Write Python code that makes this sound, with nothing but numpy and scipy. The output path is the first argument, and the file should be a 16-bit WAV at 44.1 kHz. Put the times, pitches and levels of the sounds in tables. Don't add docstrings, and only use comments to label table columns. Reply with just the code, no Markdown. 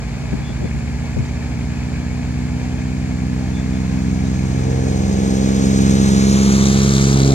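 import sys
import numpy as np
from scipy import signal
from scipy.fft import rfft, irfft, next_fast_len
from scipy.io import wavfile
from scipy.ndimage import uniform_filter1d, minimum_filter1d, map_coordinates

SR = 44100
rng = np.random.default_rng(int(sys.argv[2]) if len(sys.argv) > 2 else 0)


def put_to_file(sound):
    columns = np.atleast_2d(sound).T
    safe = np.clip(columns, -1, 1)
    whole_steps = np.round(safe * 32767)
    wavfile.write(sys.argv[1], SR, whole_steps.astype(np.int16))


N = 323689
FFT_SIZE = next_fast_len(N + 4096)
PASS_S, PASS_M, DRIVE_M_PER_S = 6.876, 4.56, 3.07
PIPE_AHEAD_M = 3.9


def near_diesel(far_lead_ms=0.35, near_lead_ms=0.25, swing_s=6.42, swinging_s=0.33):
    # time_s, firing_rate_hz
    speed = [(0, 58.45), (1.5, 60.72), (5.7, 66.67), (7.34, 67.95)]
    rate_hz, = in_time(speed)
    firings = np.cumsum(rate_hz) / SR
    swung = .5 + .5 * np.tanh((seconds() - swing_s) / swinging_s)
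    lead_ms = far_lead_ms + (near_lead_ms - far_lead_ms) * swung
    bass_lead_ms = 1.27 * lead_ms
    pipe = from_side(exhaust(firings), bass_lead_ms) + gas_rasp(firings, bass_lead_ms)
    return pipe + clatter_and_hiss(firings, lead_ms) + knocks(firings, rate_hz, lead_ms)


def exhaust(firings, rough_db=0.5, waver_db=1.2, rebound_rad=np.pi / 5, pipe_lag_rad=.02):
    # time_s, order_2_db, order_3_db, order_4_db
    boom = [(0, -31, -36, -34), (2.4, -28, -31, -28), (4.15, -25.5, -21.5, -27),
            (4.75, -19.5, -26.5, -28.5), (5.1, -27, -18.5, -28), (5.8, -20.5, -15, -21.5),
            (6.45, -22, -12.7, -27), (7.0, -16, -16.5, -29), (7.34, -11.5, -20, -17)]
    # order, relative_db
    upper_pipe = [(7, 0), (8, -6), (9, -13), (10, -11.5), (11, -12), (12, -11.5), (13, -18)]
    cycle = 2 * np.pi * firings / 3
    turns = firings + .015 * np.sin(cycle) + .003 * drift(45)
    force = (1 - 0.11 * np.cos(cycle)) * from_db(rough_db * drift(41))
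    first_db = carried(-23, falloff=1, cover_db=-3, tail_db=3)
    fifth_db = carried(-29, falloff=1.2, cover_db=-1, tail_db=6.5)
    sixth_db = carried(-28.5, falloff=2.3, cover_db=6, tail_db=4)
    upper_db = carried(-33, falloff=0.44, cover_db=9, tail_db=-24, ahead_m=PIPE_AHEAD_M)
    orders = list(enumerate([first_db, *in_time(boom), fifth_db, sixth_db], 1))
    orders += [(k, upper_db + db - waver_db * drift(7.4)) for k, db in upper_pipe]
    puffs = sum(from_db(db) * -np.cos(2 * np.pi * k * turns + rebound_rad - pipe_lag_rad * k * k)
                for k, db in orders)
    return np.sqrt(2) * force * puffs


def gas_rasp(firings, lead_ms, points=2048):
    # frequency_hz, level_db
    spectrum = [(40, -39), (90, -44), (180, -4), (300, -3), (450, 0), (600, -6), (790, -5), (1000, -20),
                (1500, -40), (4000, -69)]
    fresh = airborne(lead_ms, scatter_db=-18)
    along = firings / 3 % 1
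    repeating = np.interp(along, np.arange(points) / points, rng.standard_normal(points), period=1)
    gas = (fresh + 1.4 * from_side(repeating, lead_ms)) * throb(firings, depth_db=-0.5)
    level_db = carried(-28, falloff=1.4, cover_db=7.5, tail_db=13.5, ahead_m=PIPE_AHEAD_M)
    return from_db(level_db) * coloured(gas, spectrum)


def clatter_and_hiss(firings, lead_ms):
    # frequency_hz, level_db
    clatter_spectrum = [(500, -33), (900, -3.5), (1250, 3), (1600, -1.5), (2300, -5), (2900, -6.5),
                        (4000, -3), (5200, -9), (7000, -23), (10000, -31), (15000, -30)]
    # frequency_hz, level_db
    hiss_spectrum = [(2000, -31), (4500, -8), (5500, -3.5), (6500, 3), (7200, -3.5), (8300, -9.5),
                     (10500, -17.5), (14500, -30.5)]
    metal = airborne(lead_ms, scatter_db=-17) * throb(firings, depth_db=0.5)
    grit = airborne(lead_ms, scatter_db=-9) * from_db(drift(60)) * throb(firings, depth_db=1)
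    clatter_db = carried(-28.5, falloff=3, cover_db=0, tail_db=-0.5, ahead_m=0.4)
    hiss_db = carried(-27.5, falloff=3, cover_db=-0.5, tail_db=-3, ahead_m=0.28)
    clatter = from_db(clatter_db) * coloured(metal, clatter_spectrum)
    return clatter + from_db(hiss_db) * coloured(grit, hiss_spectrum)


def knocks(firings, rate_hz, lead_ms, decay_s=.0018, surge_at_s=7.6, surge_every_s=0.32):
    # frequency_hz, level_db
    spectrum = [(1000, -20), (2800, -12), (4100, 3), (5500, -5), (7500, -9), (10000, -22), (15000, -34)]
    count = np.floor(firings).astype(int)
    force_db = rng.uniform(-4, 4, count[-1] + 1)[count]
    age_s = (firings - count) / rate_hz
    bursts = from_db(force_db) * np.exp(-age_s / decay_s) * airborne(lead_ms, scatter_db=-9)
    surges = throb((seconds() - surge_at_s) / surge_every_s, depth_db=2.5)
    level_db = carried(-33.5, falloff=20, cover_db=3, tail_db=5.5, ahead_m=-0.4)
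    return from_db(level_db) * surges * coloured(bursts, spectrum)


def carried(close_db, falloff, cover_db, tail_db, ahead_m=0, clear_s=4.54, clearing_s=0.11):
    to_go_m = DRIVE_M_PER_S * (PASS_S - seconds())
    spreading_db = 20 * np.log10(PASS_M / np.hypot(PASS_M, to_go_m - ahead_m))
    covered = .5 - .5 * np.tanh((seconds() - clear_s) / clearing_s)
    past_deg = np.degrees(np.arctan(-to_go_m / PASS_M))
    tail_on = np.clip(past_deg / 17, 0, 1) ** 2
    return close_db + falloff * spreading_db - cover_db * covered + tail_db * tail_on


def small_motor(start_hz=70.3, climb_per_s=0.0432, octave_db=-30, waver_db=1.3, wobble_turns=0.074):
    # time_s, level_db
    fundamental = [(0, -38), (0.6, -27), (3.2, -28), (4.7, -24.5), (6.9, -27.5), (7.1, -44)]
    first_db, = in_time(fundamental)
    hz = start_hz * np.exp(climb_per_s * seconds())
    angle = 2 * np.pi * (np.cumsum(hz) / SR + wobble_turns * drift(6.3))
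    levels = [first_db, octave_db, first_db - 11]
    hum = sum(from_db(db + waver_db * drift(2.7)) * np.sin(k * angle) for k, db in enumerate(levels, 1))
    return from_side(np.sqrt(2) * hum, lead_ms=0.72)


def field_tractor(firing_hz=54.6, recede_db_per_s=1.43, lead_ms=-0.083, panels_db=-43, tilling_db=-33):
    # order, relative_db
    orders = [(1, 3), (2, -6.5), (3, -20), (4, -9.5), (5, -12)]
    # pitch_hz, width_hz, relative_db
    panel_modes = [(1690, 210, 1), (2220, 260, 1), (2495, 200, -2.5)]
    # frequency_hz, level_db
    tilling = [(25, -21), (45, -21), (70, 9), (120, 14), (230, 9), (330, 3), (480, -1.5), (800, 1),
               (1100, -6.5), (1370, -8), (1950, -6.5), (3200, -12), (6500, -18.5), (9000, -38.5)]
    firings = firing_hz * seconds() + 0.07 * drift(1.5)
    note = sum(from_db(db) * np.cos(2 * np.pi * k * firings) for k, db in orders)
    drone = from_db(-34.8 - recede_db_per_s * seconds()) * from_side(np.sqrt(2) * note, lead_ms)
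    soil = airborne(lead_ms, scatter_db=-9) * from_db(.8 * drift(25))
    blows = airborne(lead_ms, scatter_db=-8) * throb(firings, depth_db=3.5) * from_db(1.1 * drift(30))
    ringing = sum(from_db(db) / (1 + (2 * (bins_hz() - hz) / width) ** 2) for hz, width, db in panel_modes)
    panels = from_db(panels_db) * rms_one(filtered(blows, ringing))
    return drone + panels + from_db(tilling_db) * coloured(soil, tilling)


def wind(right_db=-10, dull_hz=680):
    # peak_s, level_db, half_length_s, top_hz
    puffs = [(0.242, -23.5, .01, 322), (0.339, -14, 0.012, 286), (0.41, -27, 0.025, 250),
             (0.51, -23.5, 0.011, 380), (0.63, -22, 0.014, 380), (.655, -16.5, 0.0078, 295),
             (.76, -22, 0.031, 150), (1.175, -10.5, 0.0052, 292), (1.2, -11.5, 0.013, 150)]
    dull = signal.butter(4, dull_hz, fs=SR, output="sos")
    out = np.zeros((2, N))
    for peak_s, db, half_s, top_hz in puffs:
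        swell = np.exp(-.5 * ((seconds() - peak_s) / half_s) ** 2)
        band = signal.butter(2, [70, top_hz], "band", fs=SR, output="sos")
        eddies = signal.sosfilt(band, rng.standard_normal((2, N)))
        puff = swell * signal.sosfilt(dull, eddies)
        out += from_db(db) * puff * np.linalg.norm(swell) / np.linalg.norm(puff, axis=1, keepdims=True)
    return out * from_db([[0], [right_db]])


def birds(trill_hz=95, swing_hz=80):
    # start_s, length_s, pitch_hz, level_db
    trill_calls = [(.425, .11, 3430, -45), (.62, .09, 3450, -53), (3.525, .1, 3500, -45),
                   (3.72, .09, 3450, -52), (4.24, .05, 3800, -50)]
    # start_s, length_s, start_hz, end_hz, level_db
    chip_calls = [(1.184, .012, 7700, 4600, -44), (1.257, .012, 7900, 4500, -41),
                  (1.283, .014, 6800, 5240, -44)]
    beat = 2 * np.pi * trill_hz * seconds()
    warble_hz = -swing_hz * np.sin(beat)
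    trills = sum(from_db(db) * whistle(s, length, hz, hz, warble_hz) for s, length, hz, db in trill_calls)
    chips = sum(from_db(db) * whistle(s, length, start, end) for s, length, start, end, db in chip_calls)
    return trills * (1 + np.cos(beat)) + chips


def whistle(start_s, length_s, start_hz, end_hz, warble_hz=0):
    along = np.clip((seconds() - start_s) / length_s, 0, 1)
    hz = start_hz + (end_hz - start_hz) * along + warble_hz
    return np.sqrt(np.abs(np.sin(np.pi * along))) * np.sin(2 * np.pi * np.cumsum(hz) / SR)


def field_hiss(level_db=-44):
    # frequency_hz, level_db
    spectrum = [(100, -23), (500, 1), (900, 5.5), (1400, 0), (1950, -8), (2400, -4), (3200, -25),
                (4400, 1.5), (5600, -4.5), (7100, 1), (8500, -9.5), (10500, -13), (12000, -25),
                (15000, -22)]
    return from_db(level_db) * coloured(rng.standard_normal((2, N)), spectrum)


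def airborne(lead_ms, scatter_db):
    scattered = signal.lfilter([1.8, -.8], [1], rng.standard_normal((2, N)))
    return from_side(rng.standard_normal(N), lead_ms) + from_db(scatter_db) * scattered


def from_side(x, lead_ms):
    shift = lead_ms * SR / 2000
    return np.array([map_coordinates(x, [np.arange(N) + side * shift], order=3, mode="nearest")
                     for side in (1, -1)])


def throb(turns, depth_db):
    return from_db(depth_db * np.cos(2 * np.pi * turns))


def drift(rate_hz):
    return rms_one(filtered(rng.standard_normal(N), np.exp(-(bins_hz() / rate_hz) ** 2)))


def coloured(x, points):
    return rms_one(filtered(x, from_db(response_db(points))))


def filtered(x, gain):
    return irfft(rfft(x, FFT_SIZE) * gain, FFT_SIZE)[..., :N]


def response_db(points):
    hz, db = np.transpose(points)
    return np.interp(np.log(bins_hz()), np.log(hz), db)


def bins_hz():
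    return np.fft.rfftfreq(FFT_SIZE, 1 / SR) + 1e-3


def in_time(rows):
    time_s, *columns = np.transpose(rows)
    return [np.interp(seconds(), time_s, column) for column in columns]


def seconds():
    return np.arange(N) / SR


def rms_one(x):
    return x / np.sqrt(np.mean(x ** 2) + 1e-20)


def from_db(db):
    return 10 ** (np.asarray(db) / 20)


def limiter(x, ceiling=0.92, window=441):
    gain = np.minimum(1, ceiling / (np.abs(x).max(axis=0) + 1e-9))
    return x * uniform_filter1d(minimum_filter1d(gain, window), window)


def scene():
    return field_hiss() + near_diesel() + small_motor() + field_tractor() + wind() + birds()


def record(dry, low_cut_hz=47, top_cut_hz=15500):
    # frequency_hz, left_minus_right_db
    port_colour = [(60, -1.5), (300, -0.5), (750, 0.5), (1200, 1), (1700, -1), (2300, 8), (3000, -1),
                   (4000, 6.5), (5000, -2.5), (6000, 3), (7000, -6.5), (8200, -3.5), (10000, -2),
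                   (13000, -3)]
    ports = from_db(response_db(port_colour) * np.array([[.5], [-.5]]))
    low_cut = np.maximum(1 / np.sqrt(1 + (low_cut_hz / bins_hz()) ** 12), .35)
    top_cut = 1 / np.sqrt(1 + (bins_hz() / top_cut_hz) ** 160)
    held = limiter(filtered(dry, ports * low_cut))
    return filtered(held, top_cut)


dry = scene()
out = record(dry)
put_to_file(out)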